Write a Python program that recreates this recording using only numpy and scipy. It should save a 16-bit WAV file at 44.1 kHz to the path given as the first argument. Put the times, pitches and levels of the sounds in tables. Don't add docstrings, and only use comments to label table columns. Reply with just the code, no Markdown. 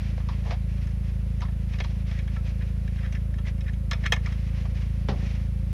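import sys
import numpy as np
from scipy import signal
from scipy.fft import rfft, irfft
from scipy.io import wavfile
from scipy.ndimage import uniform_filter1d

SR = 44100
rng = np.random.default_rng(int(sys.argv[2]) if len(sys.argv) > 2 else 0)


def log_audio(samples):
    frames = np.atleast_2d(samples).T
    limited = np.clip(frames, -1, 1)
    pcm = np.round(limited * 32767).astype(np.int16)
    wavfile.write(sys.argv[1], SR, pcm)


N = 252674
TIME = np.arange(N) / SR


def from_db(db):
    return 10 ** (np.asarray(db) / 20)


def unit_rms(x):
    return x / np.sqrt(np.mean(x ** 2) + 1e-20)


def curve(rows, t):
    return np.interp(t, *np.transpose(rows))


def butter(x, hz, kind, order=2):
    return signal.sosfilt(signal.butter(order, hz, kind, fs=SR, output="sos"), x)


def drift(per_s):
    points = np.c_[np.arange(4000) / per_s, rng.standard_normal(4000)]
    return unit_rms(curve(points, TIME))


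def coloured(white, spectrum):
    hz, db = np.transpose(spectrum)
    bin_hz = np.maximum(np.arange(N // 2 + 1) * SR / N, 1)
    gain = from_db(np.interp(np.log(bin_hz), np.log(hz), db))
    return unit_rms(irfft(rfft(white) * gain, N))


def resonate(x, hz, width_hz):
    radius = np.exp(-np.pi * width_hz / SR)
    feedback = [1, -2 * radius * np.cos(2 * np.pi * hz / SR), radius ** 2]
    return signal.lfilter(np.array([1, 0, -1]) * (1 - radius ** 2) / 2, feedback, x + 1e-18)


def struck(modes, scatter_db=0):
    blow = signal.unit_impulse(SR // 4)
    return sum((-1) ** k * from_db(db + scatter_db * rng.standard_normal()) * resonate(blow, hz, width)
               for k, (hz, width, db) in enumerate(modes))


def through(x, ring):
    rung = signal.oaconvolve(x, ring)[:len(x)]
    return rung * np.linalg.norm(x) / (np.linalg.norm(rung) + 1e-20)


def contact(decay_s, tail_db, tail_s):
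    t = TIME[:SR // 4]
    return rng.standard_normal(len(t)) * (np.exp(-t / decay_s) + from_db(tail_db) * np.exp(-t / tail_s))


def add(track, at_s, sound):
    start = int(np.clip(at_s * SR, 0, N - 1))
    track[start:start + len(sound)] += sound[:N - start]


def whine(hz=10519, rms_db=-73.5):
    return from_db(rms_db) * np.sqrt(2) * np.sin(2 * np.pi * hz * TIME)


# (time [s], firing rate [Hz])
FIRING_RATE = [(0.0, 27.27), (0.7, 27.247), (1.35, 27.161), (1.6, 27.04), (2.3, 27.208), (3.2, 27.225),
               (3.85, 26.97), (4.15, 27.606), (4.4, 27.298), (4.6, 27.508), (5.3, 27.411), (5.73, 27.457)]
# (frequency [Hz], width [Hz], level [dB])
BOOM_MODES = [(50.4, 8.0, -27.7), (65.0, 58.4, -30.6), (100.0, 81.8, -33.8), (181.3, 31.4, -40.9)]
def exhaust(uneven=0.037, limp=0.12, muffler_hz=243.4, leak_hz=41.8, nominal_hz=27.31, db_per_hz=2.3):
    rate = curve(FIRING_RATE, np.arange(-SR, N) / SR)
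    phase = np.cumsum(rate) / SR
    phase = phase - phase[SR] - .21
    firings = np.flatnonzero(np.diff(np.floor(phase)))
    strong_weak = (-1.) ** np.arange(len(firings))
    boom = 0
    for k, (hz, width, db) in enumerate(BOOM_MODES):
        scatter = (uneven * rng.standard_normal(len(firings)) + limp * strong_weak) * hz / muffler_hz
        pulses = np.zeros(len(rate))
        pulses[firings] = (1 + scatter) * SR / rate[firings]
        boom = boom + (-1) ** k * from_db(db) * resonate(pulses, hz, width)
    boom = butter(boom, muffler_hz, "low", order=8)
    boom = butter(boom, leak_hz, "high", order=4)
    swell = from_db(0.5 + db_per_hz * (rate - nominal_hz))
    return (boom * swell)[SR:], phase[SR:]


# (frequency [Hz], spectral level [dB])
WASH_SPECTRUM = [(20, 2), (30, 7.5), (100, 6.5), (190, 9), (270, -3), (430, -6.5), (520, -3), (800, -15.5),
                 (1400, -16.5), (2300, -18.5), (4000, -25.5), (7500, -32), (15000, -35)]
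def idling_engine(wash_db=-45.5, panel_db=-62, throb=0.22):
    boom, phase = exhaust()
    wash = from_db(wash_db) * coloured(rng.standard_normal(N), WASH_SPECTRUM)
    shaking = rng.standard_normal(N) * (1 + throb * np.cos(2 * np.pi * (phase - .35)))
    panel = from_db(panel_db) * unit_rms(resonate(shaking, hz=522, width_hz=45))
    return boom + wash + panel


# (time of greatest speed [s], swell time [s], level [dB])
ARM_MOVES = [(.02, 0.1, -51), (.33, 0.067, -57), (.49, 0.042, -50), (.78, 0.073, -56), (1.07, .025, -57.5),
             (1.42, 0.094, -65), (1.73, 0.034, -54), (1.87, 0.087, -53.5), (2.13, 0.058, -53),
             (2.33, 0.032, -56), (2.47, 0.025, -52), (2.62, 0.068, -60.5), (2.98, 0.077, -60),
             (3.475, 0.016, -49), (3.68, 0.027, -60), (4.05, 0.044, -53.5), (4.275, 0.041, -51),
             (4.42, 0.049, -55.5), (4.6, 0.074, -53), (4.79, 0.04, -51), (4.98, 0.16, -59.5),
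             (5.22, 0.043, -47), (5.34, 0.072, -52), (5.72, 0.023, -61.5)]
def rubbing(fidget_db=-63, still_db=-71.5, still_from_s=3.3, still_until_s=4.0, release_ratio=1.22):
    still = uniform_filter1d(1. * ((TIME > still_from_s) & (TIME < still_until_s)), size=SR // 5)
    power = from_db(fidget_db + (still_db - fidget_db) * still) ** 2
    for at_s, swell_s, db in ARM_MOVES:
        width_s = swell_s * np.where(TIME < at_s, 1, release_ratio)
        power += from_db(db) ** 2 * np.exp(-((TIME - at_s) / width_s) ** 2)
    return np.sqrt(power)


# (frequency [Hz], spectral level [dB])
CLOTH_SPECTRUM = [(250, -3), (550, -5), (900, -7), (1450, -8), (1850, -2), (2350, -1), (3100, -7),
                  (4500, -12), (5800, -12.5), (7200, -24), (10000, -43), (15000, -51)]
def suit(level_db=1.5, patchy_db=1.82, snaps_per_s=260, crease_db=-7):
    snaps = (rng.random(N) < snaps_per_s / SR) * rng.standard_normal(N)
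    creases = unit_rms(through(snaps, contact(decay_s=0.0066, tail_db=-6, tail_s=0.028)))
    fibres = coloured(rng.standard_normal(N) + from_db(crease_db) * creases, CLOTH_SPECTRUM)
    return fibres * rubbing() * from_db(level_db + patchy_db * drift(per_s=45))


# (frequency [Hz], width [Hz], level [dB])
DOOR_MODES = [(106, 14, -0.5), (129, 8.4, 6.5), (190, 21, 0.5), (298, 58, -13), (393, 46, -11.5),
              (560, 40, -14), (774, 40, -16)]
# (time [s], level [dB])
ELBOW_BUMPS = [(5.088, -19), (5.226, -33.5)]
def elbow(cabin_db=-9):
    out = np.zeros(N)
    ring = butter(struck(DOOR_MODES), 910, "low")
    direct = ring / np.abs(ring).max()
    for at_s, db in ELBOW_BUMPS:
        cabin = through(contact(decay_s=0.054, tail_db=-19, tail_s=0.051), ring)
        add(out, at_s, from_db(db) * (direct + from_db(cabin_db) * cabin))
    return out


# (time [s], level [dB], pitch [Hz], relative rasp level [dB], decay time [s])
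DULL_KNOCKS = [(.178, -30.5, 543, -9, 0.0051), (.287, -31, 1020, -6, 0.021), (.508, -28.5, 720, -2, 0.016),
               (1.418, -29, 1050, -6, 0.017), (1.802, -27, 530, -2.5, 0.009),
               (1.845, -33, 930, -0.5, 0.0092), (3.912, -27, 1240, -9, 0.016),
               (4.123, -20.5, 800, -16, 0.0096), (4.27, -34, 1310, -14, 0.011),
               (4.654, -33.5, 514, -10, 0.0072), (5.086, -23.5, 640, -5, 0.022)]
def knocks(thud_db=-7, rasp_db=-7):
    out = np.zeros(N)
    blow = signal.unit_impulse(SR // 16)
    rasp = butter(blow, [1700, 5600], "band", order=4)
    rasp = butter(rasp, 1400, "low", order=1)
    for at_s, db, hz, rasp_share_db, decay_s in DULL_KNOCKS:
        touch = from_db(db) * contact(decay_s, tail_db=-28.5, tail_s=0.061)
        thud = butter(resonate(blow, hz, width_hz=220), [380, 1400], "band")
        add(out, at_s, from_db(thud_db) * through(touch, thud))
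        add(out, at_s, from_db(rasp_db + rasp_share_db) * through(touch, rasp))
    return out


# (frequency [Hz], width [Hz], level [dB])
BUCKLE_MODES = [(480, 68, -10), (677, 71, -1.5), (923, 34, -7.5), (1020, 40, -8.5), (1175, 43, -8),
                (1320, 19, -2), (1747, 115, 1.5), (2153, 78, 1.5), (2278, 51, 2.5), (2514, 35, -2.5),
                (2724, 91, -7), (3285, 73, -3.5), (3475, 55, -11), (3830, 120, -8.5), (4170, 45, -14),
                (5270, 150, -9), (5910, 450, -15.5), (6680, 170, -17), (7430, 320, -26.5)]
def buckle_ring(scatter_db=0):
    return struck(BUCKLE_MODES, scatter_db)


# (time at the middle [s], half length [s], level [dB], pitch [Hz])
HARNESS_SLIDES = [(0.478, 0.026, -44.5, 610), (0.528, 0.015, -39, 640), (2.18, 0.028, -53.5, 1900),
                  (2.62, 0.0094, -49.5, 1770), (2.991, 0.0059, -47.5, 1770), (3.059, 0.019, -47, 1740),
                  (3.158, 0.012, -46, 1730), (3.48, 0.023, -49, 1980), (3.681, 0.012, -43.5, 1760),
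                  (4.0619, 0.0049, -25, 1800), (4.264, 0.0086, -43, 1980)]
def scrapes(level_db=-1.0, rough_db=3.0, metal_db=-8):
    out = np.zeros(N)
    t = TIME[:SR // 4]
    middle_s = t[-1] / 2
    metal = butter(buckle_ring(), [1300, 6000], "band")
    for at_s, half_s, db, hz in HARNESS_SLIDES:
        grip = from_db(rough_db * drift(per_s=348.6)[:len(t)])
        swell = np.exp(-((t - middle_s) / half_s) ** 2 / 2)
        friction = from_db(db + level_db) * grip * swell * rng.standard_normal(len(t))
        tone = resonate(signal.unit_impulse(len(t)), hz, width_hz=300)
        tone = butter(tone, [hz / 2, hz * 2], "band")
        add(out, at_s - middle_s, through(friction, tone) + from_db(metal_db) * through(friction, metal))
    return out


def jingles(start_s=2.5, end_s=4.1, per_s=4.5, level_db=-43.5, spread_db=3.5, hollow_db=-13,
            bright_db=-15):
    span_s = end_s - start_s
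    draws = rng.random((int(per_s * span_s), 2))
    return [(start_s + when * span_s, level_db + spread_db * (2 * force - 1), hollow_db, bright_db)
            for when, force in draws]


# (time [s], level [dB], relative hollow body level [dB], relative bright edge level [dB])
TONGUE_CLICKS = [(0.2006, -45, 10, -30), (0.8704, -42, 1, -8.5), (1.4057, -37, -1, -11),
                 (1.4522, -39, -12, -25), (1.484, -43, 7, -27), (1.735, -34, -5, -18),
                 (1.786, -33, -19, -17), (1.802, -24, -31, -21.5), (1.8376, -34, -9, -12),
                 (2.1113, -35, -3, -16), (2.187, -32.5, -11, -17), (2.276, -36.5, -3, -21),
                 (2.3625, -36.5, 5.5, -18), (2.8768, -37, -13, -18), (3.03, -38, -1, -28),
                 (3.053, -38, -3, -28), (3.1236, -35, -4, -9), (3.1485, -35, -8, -13),
                 (3.339, -39.5, -3, -16), (3.3834, -37.5, 0.5, -17), (3.6068, -37.5, -16, -11.5),
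                 (3.911, -19.5, -14.5, -12), (3.9301, -22.5, -4.5, -11.5), (4.0373, -27.5, -3.5, -30),
                 (4.0554, -32, -6, -34), (4.0625, -21, -16, -13.5), (4.1216, -8, -7.5, -15.5),
                 (4.1335, -23.5, -8, -10), (4.1617, -28, -1.5, -20), (4.26, -28, -15, -13.5),
                 (4.3222, -34, -4, -14)]
def buckle(housing_db=-8.0, plates_db=-6.0, edge_db=-3.5, crack_db=-16, soft_hz=6000, hard_hz=8000):
    out = np.zeros(N)
    crack = from_db(crack_db) * butter(signal.unit_impulse(SR // 4), 1800, "low", order=1)
    hardest_db = max(row[1] for row in TONGUE_CLICKS)
    for at_s, db, hollow_db, bright_db in TONGUE_CLICKS + jingles():
        top_hz = np.interp(db, [-22, -10], [soft_hz, hard_hz])
        ring = butter(buckle_ring(scatter_db=2.5) + crack, top_hz, "low")
        touch = from_db(db) * contact(decay_s=0.0055, tail_db=-24, tail_s=0.032)
        housing = from_db(hollow_db + housing_db) * through(touch, butter(ring, [480, 1400], "band", 3))
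        plates = from_db(plates_db) * through(touch, butter(ring, [1560, 4300], "band", 3))
        edges = from_db(bright_db + edge_db) * through(touch, butter(ring, 4600, "high", 4))
        snap_db = bright_db - 15 + 0.54 * (db - hardest_db)
        snap = from_db(snap_db) * butter(touch, 11000, "high", order=4)
        add(out, at_s, housing + plates + edges + snap)
    return out


def scene():
    return (whine() + idling_engine() + suit() + buckle() + scrapes() + knocks() + elbow())[None]


def record(dry, cutoff_hz=15400):
    return signal.sosfilt(signal.ellip(10, .1, 90, cutoff_hz, fs=SR, output="sos"), dry)


dry = scene()
out = record(dry)
log_audio(out)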